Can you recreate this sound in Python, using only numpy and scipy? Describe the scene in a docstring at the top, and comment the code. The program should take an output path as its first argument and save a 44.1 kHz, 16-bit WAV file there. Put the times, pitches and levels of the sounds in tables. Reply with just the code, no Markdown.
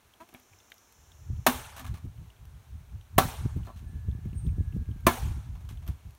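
"""A faint breeze and insect hiss come first, then small rubs and a creak of a blade in a bamboo stalk.
Three machete chops follow: the hollow stalk rings in decaying tones, fibres crack as bursts of noise,
and the grove scatters each blow into a short hiss. After each cut the blade is worked loose in rough slips.
Gusts of low noise buffet the microphone; leaves, twigs and an insect tick in brief noise bursts,
and insects hiss and whine faintly."""
import sys
import numpy as np
from scipy import signal
from scipy.fft import rfft, irfft
from scipy.io import wavfile
from scipy.ndimage import uniform_filter1d

SR = 44100
rng = np.random.default_rng(int(sys.argv[2]) if len(sys.argv) > 2 else 0)


def master(y):
    """Save y as 16-bit WAV."""
    cut = np.clip(np.atleast_2d(y).T, -1, 1)
    pcm = np.round(cut * 32767)  # scale
    wavfile.write(sys.argv[1], SR, pcm.astype(np.int16))


def voltage_ratio(decibels):
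    """Convert decibels (scalar or array-like) to amplitude ratios, 20 dB per decade."""
    exponent = np.asarray(decibels, float) / 20
    return 10 ** exponent


N = 272587  # samples, about 6.2 s


def evened(x):
    """Scales a sound to rms 1."""
    return x / np.sqrt(np.mean(x ** 2) + 1e-20)


def read(points, hz):
    """Reads a table of (Hz, value) along a log-frequency axis."""
    f, value = np.transpose(points)
    return np.interp(np.log(hz + 1), np.log(f + 1), value)


def add(mix, s, sound):
    """Mixes a sound in at s seconds, cut off at the end of the mix."""
    part = mix[round(s * SR):][:len(sound)]
    part += sound[:len(part)]


def noise(colour, size=N):
    """Random noise of rms 1, shaped to a spectrum of (Hz, dB)."""
    hz = np.fft.rfftfreq(size, 1 / SR)
    spectrum = rfft(rng.standard_normal(size)) * voltage_ratio(read(colour, hz))
    return evened(irfft(spectrum, size))


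def hump(hz, width, floor_db=-40):
    """The spectrum of one broad resonance."""
    return [(max(hz - 2 * width, 20), floor_db), (hz - width / 2, -3), (hz, 0),
            (hz + width / 2, -3), (hz + 2 * width, floor_db)]


def lumps(per_s):
    """A slow random wander of rms 1, with little change faster than per_s times a second."""
    return noise([(per_s, 0), (2 * per_s, -30), (SR / 2, -90)])


# Colour of the quiet air. Each row: frequency in Hz, level in dB.
AIR_COLOUR = [(120, -33), (200, -12.5), (350, -15), (430, -13), (560, -15), (735, -14), (1350, -17),
              (2050, -19.5), (3300, -23), (5000, -24), (16000, -30)]


def air():
    """The soft hush of the grove: steady noise whose level wanders slightly."""
    level_db = -64 + 0.32 * lumps(2.76)
    return voltage_ratio(level_db) * noise(AIR_COLOUR)


# Distant insect hiss, silent after the last row. Each row: time in seconds, level in dB.
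INSECT_HISS = [(.1, -82), (.45, -68), (1.0, -66.5), (1.46, -68)]
# A small fly's whine. Each row: time in seconds, pitch in Hz, level in dB, both before wavering.
FLY_WHINE = [(3.82, 1740, -84), (3.87, 1722, -67.5), (4.3, 1706, -71), (4.45, 1750, -82),
             (4.6, 1686, -67.5), (5.051, 1590, -70.5)]
# Insect notes. Each row: start in seconds, level in dB, centre of the buzz in Hz,
# centre of the whistle in Hz, basic time to fall 60 dB in seconds.
INSECT_NOTES = [(3.859, -68, 8750, 8630, 0.42), (4.345, -56.5, 8770, 8590, 0.79)]


def insects():
    """A band of distant hiss, one wavering sine whine, and high notes made of narrow noise."""
    t = np.arange(N) / SR
    hiss = noise([(4700, -27), (5300, -5.5), (7400, -7.5), (8000, -22)])
    out = voltage_ratio(np.interp(t, *np.transpose(INSECT_HISS), right=-120)) * hiss
    s, hz, db = np.transpose(FLY_WHINE)
    turns = np.cumsum(np.interp(t, s, hz) + 35 * lumps(120.)) / SR
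    whine_db = np.interp(t, s, db, left=-120, right=-120) + 1.8 * lumps(20.0)
    out += voltage_ratio(whine_db) * np.sin(2 * np.pi * turns)
    u = np.arange(SR // 2) / SR
    for s, db, buzz_hz, whistle_hz, t60 in INSECT_NOTES:
        # the buzz dies sooner than the basic time, the whistle later
        buzz = noise(hump(buzz_hz, 700.), size=len(u)) * voltage_ratio(-60 * u / (0.65 * t60))
        whistle = .6 * noise(hump(whistle_hz, 45.), size=len(u)) * voltage_ratio(-60 * u / (1.15 * t60))
        add(out, s, voltage_ratio(db) * (buzz + whistle) * np.minimum(u / 0.03, 1))
    return out


# The breeze between gusts. Each row: time in seconds, level in dB.
BREEZE_LEVEL = [(0, -74), (.9, -72), (1.22, -50), (1.8, -53), (2.0, -66), (2.7, -74), (3.3, -58),
                (3.9, -57), (4.4, -50), (5.0, -48), (5.6, -52), (5.83, -44), (6.0, -68)]
# Gusts. Each row: peak time in seconds, peak level in dB, time to fall 20 dB in seconds.
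GUST_PEAKS = [(.06, -63, .09), (.519, -60, .1), (1.003, -57, .12), (1.319, -28, .07), (1.391, -32, .045),
              (1.546, -40.5, .16), (1.85, -42, .1), (1.916, -27, .056), (2.055, -33.5, .08),
              (2.195, -36, .12), (2.405, -46.5, .2), (2.463, -45, .09), (2.554, -41, .083),
              (2.715, -41, .2), (2.749, -42.5, .17), (2.941, -35.5, .1), (3.167, -31, .2),
              (3.266, -30.5, .045), (3.392, -35, .15), (3.456, -28, .04), (3.527, -33, .1),
              (3.572, -27, .105), (3.761, -39, .075), (3.841, -35.5, .115), (3.957, -32, .13),
              (4.077, -28, .17), (4.265, -30, .1), (4.365, -30, .085), (4.469, -23.5, .13),
              (4.6, -26.5, .08), (4.684, -31.5, .09), (4.77, -26, .12), (4.899, -32, .15),
              (5.049, -31, .17), (5.233, -28.5, .2), (5.313, -29.5, .1), (5.365, -33, .08),
              (5.477, -34, .15), (5.54, -38, .1), (5.65, -38, .12), (5.727, -36.5, .2), (5.901, -30, .055),
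              (6.071, -38.5, .072)]


def gusts_db():
    """Wind strength in dB: each gust climbs at one rate and dies at its own, over the breeze."""
    rise_db_per_s = 350.
    t = np.arange(0, N, 64) / SR
    s, db, fall = np.transpose(GUST_PEAKS)[..., None]
    shape_db = db - np.where(t < s, rise_db_per_s * (s - t), 20 * (t - s) / fall)
    breeze_db = np.interp(t, *np.transpose(BREEZE_LEVEL))
    power = voltage_ratio(2 * shape_db).sum(0) + voltage_ratio(2 * breeze_db)
    return np.interp(np.arange(N) / SR, t, 10 * np.log10(power))


# Colour of the deep wind rumble. Each row: frequency in Hz, level in dB.
RUMBLE_COLOUR = [(10, -46.5), (25, -13), (45, -5), (72, 0), (110, -5), (160, -18), (250, -48), (400, -85.5)]
# Colour of the higher wind flutter. Each row: frequency in Hz, level in dB.
FLUTTER_COLOUR = [(70, -27.5), (130, 1.5), (220, -8), (320, -19), (450, -27), (700, -56.5)]
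# Sharp eddies pop on the microphone. Each row: start in seconds, peak level in dB.
WIND_POPS = [(1.296, -26), (3.248, -20), (3.455, -14.5), (3.559, -18.5), (3.822, -34.5), (3.928, -35),
             (4.081, -21), (4.145, -29.5), (4.184, -32.5), (4.253, -22), (4.326, -28.5), (4.444, -24),
             (4.578, -18.5), (4.602, -20), (4.76, -18), (4.885, -25), (4.957, -31), (5.707, -32.5),
             (5.885, -26.5)]


def wind():
    """Low lumpy pressure; the flutter grows faster than the rumble as gusts strengthen."""
    level_db = gusts_db()
    swirl = noise(RUMBLE_COLOUR)
    swirl /= (uniform_filter1d(swirl ** 2, size=1800) + 0.085) ** 0.2  # steadied, so the gusts set the level
    out = voltage_ratio(level_db) * evened(swirl)
    flutter = evened(noise(FLUTTER_COLOUR) * voltage_ratio(5.2 * lumps(22.)))
    out += voltage_ratio(1.46 * level_db + 3.5) * flutter
    # a pop has a sharp edge and a low ring
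    u = np.arange(-.006, .02, 1 / SR)
    edge = np.exp(-np.where(u < 0, (u / 0.0014) ** 2, u / 0.0055))
    pop = np.cos(2 * np.pi * 125 * u) * edge * np.hanning(2 * len(u))[len(u):]
    for s, db in WIND_POPS:
        add(out, s, voltage_ratio(db) * pop)
    return out


def tick(db, colour, t60):
    """A short burst of coloured noise, scaled to its peak level."""
    t = np.arange(2048) / SR
    burst = noise(colour, size=2048) * np.minimum(t / 0.00028, 1) * voltage_ratio(-60 * t / t60)
    return voltage_ratio(db) * burst / abs(burst).max()


# Small dry ticks: leaves and twigs, and near 2500 Hz after 4.2 s an insect's slowing ticks.
# Each row: start in seconds, peak level in dB, centre in Hz.
SMALL_TICKS = [(0.1375, -51, 3130), (0.3478, -41, 2850), (0.5345, -49, 2450), (0.5876, -48, 5660),
               (0.602, -49, 3130), (0.7183, -33.5, 2900), (0.78, -48.5, 5400), (1.1174, -48, 3440),
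               (1.866, -46, 3460), (1.9395, -48, 4030), (2.302, -49, 3250), (3.0111, -49.5, 3280),
               (3.6324, -50, 3250), (4.1132, -49.5, 3490), (4.2533, -51, 2320), (4.33, -50, 2500),
               (4.8574, -52, 2520), (4.4667, -49, 3450), (4.49, -49.5, 2500), (4.724, -50.5, 2650),
               (4.9133, -51, 3200), (5.7727, -49, 3240)]


def small_ticks(mix):
    """Small dry ticks are brief noise bursts: the listed ones and 20 faint ones at random times."""
    when, size, pitch = rng.random((20, 3)).T
    faint_db = -58 + 3 * (2 * size - 1)
    faint = zip(when * N / SR, faint_db, np.interp(pitch, (0, 1), (2300, 3400)))
    for s, db, hz in SMALL_TICKS + list(faint):
        width_hz = 480.0 * voltage_ratio(0.49 * (db + 52))  # louder ticks are broader
        add(mix, s, tick(db, hump(hz, width_hz, -24), 0.021))


# Dry fibres snap in the treble. Each row: start in seconds, peak level in dB.
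FIBRE_SNAPS = [(0.2892, -50), (0.3406, -40.5), (0.3985, -47), (0.7018, -48), (0.7417, -46), (0.9233, -47),
               (1.7659, -39), (1.7794, -37), (1.7957, -35), (1.801, -38), (1.8642, -44), (2.4533, -48.5),
               (5.007, -50), (5.865, -49), (5.877, -36), (5.8864, -42), (5.709, -47), (5.8955, -43),
               (6.107, -49.5), (6.1494, -49.5)]


def fibre_snaps(mix):
    """A dry fibre parts suddenly, giving a very short bright burst."""
    colour = [(5000, -1.5), (9000, -7), (11300, 3), (13000, 4), (16000, -11.5)]
    for s, db in FIBRE_SNAPS:
        add(mix, s, tick(db, colour, 0.013))


# The blade squeaks as it pulls free. Each row: start in seconds, level in dB before the swell,
# centre in Hz, length in seconds.
BLADE_SQUEAKS = [(3.636, -65, 4150, 0.05), (3.715, -70, 4150, 0.045), (3.75, -65, 4080, 0.02)]


def squeaks(mix):
    """Rubbing makes a narrow band of noise that swells and fades."""
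    for s, db, hz, length in BLADE_SQUEAKS:
        size = round(length * SR)
        squeak = np.hanning(size) * noise(hump(hz, 60.), size=4096)[:size]
        add(mix, s, voltage_ratio(db) * squeak)


# The wedged blade creaks in quick slips. Each row: start in seconds, level in dB before the swell,
# slips a second at the start, slips a second at the end, length in seconds.
BLADE_CREAKS = [(.201, -49, 318, 345, .05)]
# Colour of the creak. Each row: frequency in Hz, level in dB.
CREAK_COLOUR = [(320, -7), (980, 2), (1640, -6), (2600, -10)]


def creaks(mix):
    """Nearly even slips give a stack of partials, loudest early; the high ones fade fastest."""
    for s, db, start_hz, end_hz, length in BLADE_CREAKS:
        u = np.arange(0, 1, 1 / (length * SR))  # progress through the creak
        hz = start_hz + (end_hz - start_hz) * u
        turns = np.cumsum(hz * (1 + .04 * rng.standard_normal(len(u)))) / SR
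        stack = np.zeros(len(u))
        for k in range(1, 9):
            partial_db = read(CREAK_COLOUR, k * hz) - 6.0 * k * u
            stack += voltage_ratio(partial_db) * np.sin(2 * np.pi * k * turns + k ** 2)
        add(mix, s, voltage_ratio(db) * np.sin(np.pi * u ** .7) * evened(stack))


# Tones of the stalk; each cut lands at another spot. Each row: frequency in Hz,
# time to fall 60 dB in seconds, then the level in dB at cut one, cut two and cut three.
STALK_TONES = [(254, 0.22, 1, -9, -3), (360, 0.06, -8, -14, 0), (413, 0.026, -25, -6, -6),
               (600, 0.068, -22, -11, -14), (692, 0.088, -8, -2, 1), (768, .08, -3, 1, -1),
               (906, 0.22, -25, -17.5, -12.5), (1025, .055, -4, -3, 6), (1129, 0.06, 6, -1.5, -1.5),
               (1187, 0.076, -3, -6, -8), (1310, .08, -7, -6, -6), (1550, .1, -12, -22, -17),
               (1670, 0.05, -8, -14.5, -4.5), (1736, 0.088, -0.5, -13.5, -10), (2190, 0.095, -13, -24, -6),
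               (2322, 0.095, -16, -30, -8), (3470, .08, -18, -24, -15)]


def stalk(force, cut):
    """The hollow stalk rings under a force at one of the cuts; peak 1."""
    t = np.arange(SR // 3) / SR
    ring = np.zeros(len(t))
    for hz, t60, *cuts_db in STALK_TONES:
        # the tube is not round, so each tone has a weaker, lower twin
        pair = np.sin(2 * np.pi * hz * t) + 0.3 * np.sin(2 * np.pi * hz * .955 * t)
        ring += voltage_ratio(cuts_db[cut] - 60 * t / t60) * pair
    sound = signal.fftconvolve(force, ring)
    return sound / abs(sound).max()


# Colour of steel scraping on fibre. Each row: frequency in Hz, level in dB.
SCRAPE_COLOUR = [(300, -27), (700, 0.5), (1300, -0.5), (3200, -4), (6500, -9), (11000, -12), (16000, -15)]


def wrench(knock_db, length, cut, hiss_db):
    """Stick and slip: soft uneven slips knock the stalk, with a gritty hiss of steel on fibre that lingers."""
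    t = np.arange(round(4 * length * SR) + 5000) / SR
    grain_db = 3.5 * np.repeat(rng.standard_normal(len(t) // 96 + 1), 96)[:len(t)]
    rise = np.minimum(t / 0.0013, 1)
    stroke = voltage_ratio(grain_db) * rise * np.exp(-(t / length) ** 2)
    slips = uniform_filter1d(stroke * rng.standard_normal(len(t)), size=14)
    out = voltage_ratio(knock_db) * stalk(slips, cut)
    linger = 0.33 * rise * voltage_ratio(-60 * t / 0.7) * np.cos(np.pi / 2 * t / t[-1])
    hiss = (np.minimum(stroke, 3.) + linger) * noise(SCRAPE_COLOUR, size=len(t))
    add(out, 0, voltage_ratio(hiss_db) * hiss)
    return out


# The blade worked in the cut rubs the stalk. Each row: start in seconds, knock peak in dB,
# time for the stroke to fade to about a third in seconds, scrape hiss in dB before its fade.
BLADE_RUBS = [(0.203, -47, 0.029, -61), (0.288, -55, 0.012, -65), (.327, -47, 0.012, -72),
              (0.3462, -37, 0.001, -51), (1.762, -41, 0.038, -48), (1.793, -39.5, 0.029, -51.5),
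              (1.844, -37.5, 0.027, -55.5), (1.864, -50, 0.018, -50), (1.94, -50.5, 0.029, -58),
              (1.971, -49.5, 0.012, -57), (3.648, -57, 0.059, -61), (3.671, -37.5, 0.037, -71),
              (3.761, -58, 0.045, -62), (5.552, -50.5, .02, -67), (5.605, -52, 0.019, -65.5),
              (5.647, -52, .015, -66), (5.688, -58, 0.04, -55.5), (5.823, -52, 0.017, -64),
              (5.865, -49, 0.0069, -57), (5.877, -50, 0.037, -58)]


def wrenches(mix):
    """The blade is worked back and forth, ringing the stalk at the latest cut."""
    for s, db, length, hiss_db in BLADE_RUBS:
        cut = sum(s > row[0] for row in CHOP_LIST) - 1  # before the first chop, -1 picks cut three's tones
        add(mix, s, wrench(db, length, cut, hiss_db))


# Colour of the grove's echo. Each row: frequency in Hz, level in dB.
ECHO_COLOUR = [(240, -31.5), (400, -4), (620, -9.5), (850, -7), (1100, -10), (2000, -12.5), (3500, -15.5),
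               (6500, -18), (16000, -16.5)]
# How long the grove rings. Each row: frequency in Hz, time to fall 60 dB in seconds.
GROVE_DECAY = [(400, 0.47), (900, 0.99), (2500, 0.78), (8000, 0.81), (16000, 0.42)]


def grove_echo(t):
    """The stalks around scatter a blow into patchy noise that dies at its own rate at each pitch."""
    hz, frame_s, z = signal.stft(noise(ECHO_COLOUR, size=len(t)), SR, nperseg=256, noverlap=192)
    patches = rng.standard_normal(z.T.shape)
    patches = uniform_filter1d(uniform_filter1d(patches, 10, 0), 4, 1)
    patches = evened(patches).T  # uneven stalks
    z = z * voltage_ratio(-60 * frame_s / read(GROVE_DECAY, hz)[:, None] + 2.2 * patches)
    tail = signal.istft(z, SR, nperseg=256, noverlap=192)[1][:len(t)]
    return tail * np.minimum(t / 0.024, 1)


# Colour of the cracking fibres. Each row: frequency in Hz, level in dB.
CRACK_COLOUR = [(250, -10), (420, -6), (1000, 2), (1700, -7), (2500, -11), (4000, -13), (6500, -18),
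                (11000, -17.5), (16000, -17)]


def chop(cut, blow_db, crack_db, splinter_db, echo_db):
    """The edge bites with a tearing force and a hard stop; fibres crack, skin shatters, the grove echoes."""
    bite_s, crack_t60_s = 0.0046, 0.038  # the time the blade bites; how fast the main crack dies
    t = np.arange(SR) / SR
    force = 0.1 * rng.standard_normal(len(t)) * np.exp(-t / 0.021) * np.minimum(t / bite_s + 0.46, 1)
    force[round(bite_s * .7 * SR)] += 2.1  # the hard stop
    out = voltage_ratio(blow_db) * stalk(force, cut)[:len(t)]
    # a hollow slap returns 0.1 s after the blow
    slap = noise(hump(860, 150.0), size=len(t)) * np.minimum(t / 0.0069, 1) * voltage_ratio(-60 * t / 0.18)
    add(out, .1, voltage_ratio(blow_db - 37) * slap[:SR // 2])
    rise = np.minimum(t / (0.65 * bite_s) + .3, 1)
    after = np.maximum(t - bite_s, 0)
    fade = voltage_ratio(-60 * after / crack_t60_s) + 0.68 * voltage_ratio(-60 * after / 0.15)  # a quick part and a slow part
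    out += noise(CRACK_COLOUR, size=len(t)) * rise * voltage_ratio(crack_db) * fade
    # the hard skin shatters
    splinter = noise([(3000, -30), (9000, -10), (12500, 0), (16000, 0)], size=len(t))
    out += voltage_ratio(splinter_db) * splinter * np.minimum(t / 0.002, 1) ** 2 * voltage_ratio(-60 * after / 0.02)
    return out + voltage_ratio(echo_db) * grove_echo(t)


# The chops. Each row: start in seconds, peak of the stalk's ring in dB, then the levels in dB,
# before their fades, of the crack, the splintering skin and the grove's echo.
CHOP_LIST = [(1.4647, -7.5, -16.5, -40, -31.5), (3.1805, -3, -17.5, -21, -32),
             (5.0662, -2.5, -19, -33, -33)]


def chops(mix):
    """The machete strikes the stalk, each time at a new spot."""
    for cut, (s, *levels_db) in enumerate(CHOP_LIST):
        add(mix, s, chop(cut, *levels_db))


def scene():
    """Everything reaches one microphone."""
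    mix = air() + insects() + wind()
    for play in (small_ticks, fibre_snaps, squeaks, creaks, wrenches, chops):
        play(mix)
    return mix[None]


# The microphone housing colours everything. Each row: centre in Hz, width in Hz, boost or cut in dB.
HOUSING_TONES = [(515, 90, -5), (1930, 170, -4.5), (4880, 1300, -5.5), (6120, 167, 2.5), (7660, 660, -4),
                 (10300, 480, -5), (15060, 700, 1)]


def housing(sound):
    """The microphone housing adds dips and peaks, one resonance after another."""
    for hz, width, db in HOUSING_TONES:
        band = signal.lfilter(*signal.iirpeak(hz, hz / width, SR), sound)
        sound = sound + (voltage_ratio(db) - 1) * band
    return sound


def low_pass(x):
    """Removes everything above the highest recorded frequency."""
    return signal.sosfilt(signal.butter(12, 16850, fs=SR, output="sos"), x)


def record(dry):
    """The housing colours the sound; filters then limit the band to 36-16050 Hz."""
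    dry = housing(dry)
    dry = signal.sosfilt(signal.butter(4, 36, "highpass", fs=SR, output="sos"), dry)
    dry = signal.sosfilt(signal.cheby2(16, 36, 16050, fs=SR, output="sos"), dry)
    return low_pass(dry)


dry = scene()
out = record(dry)
master(out)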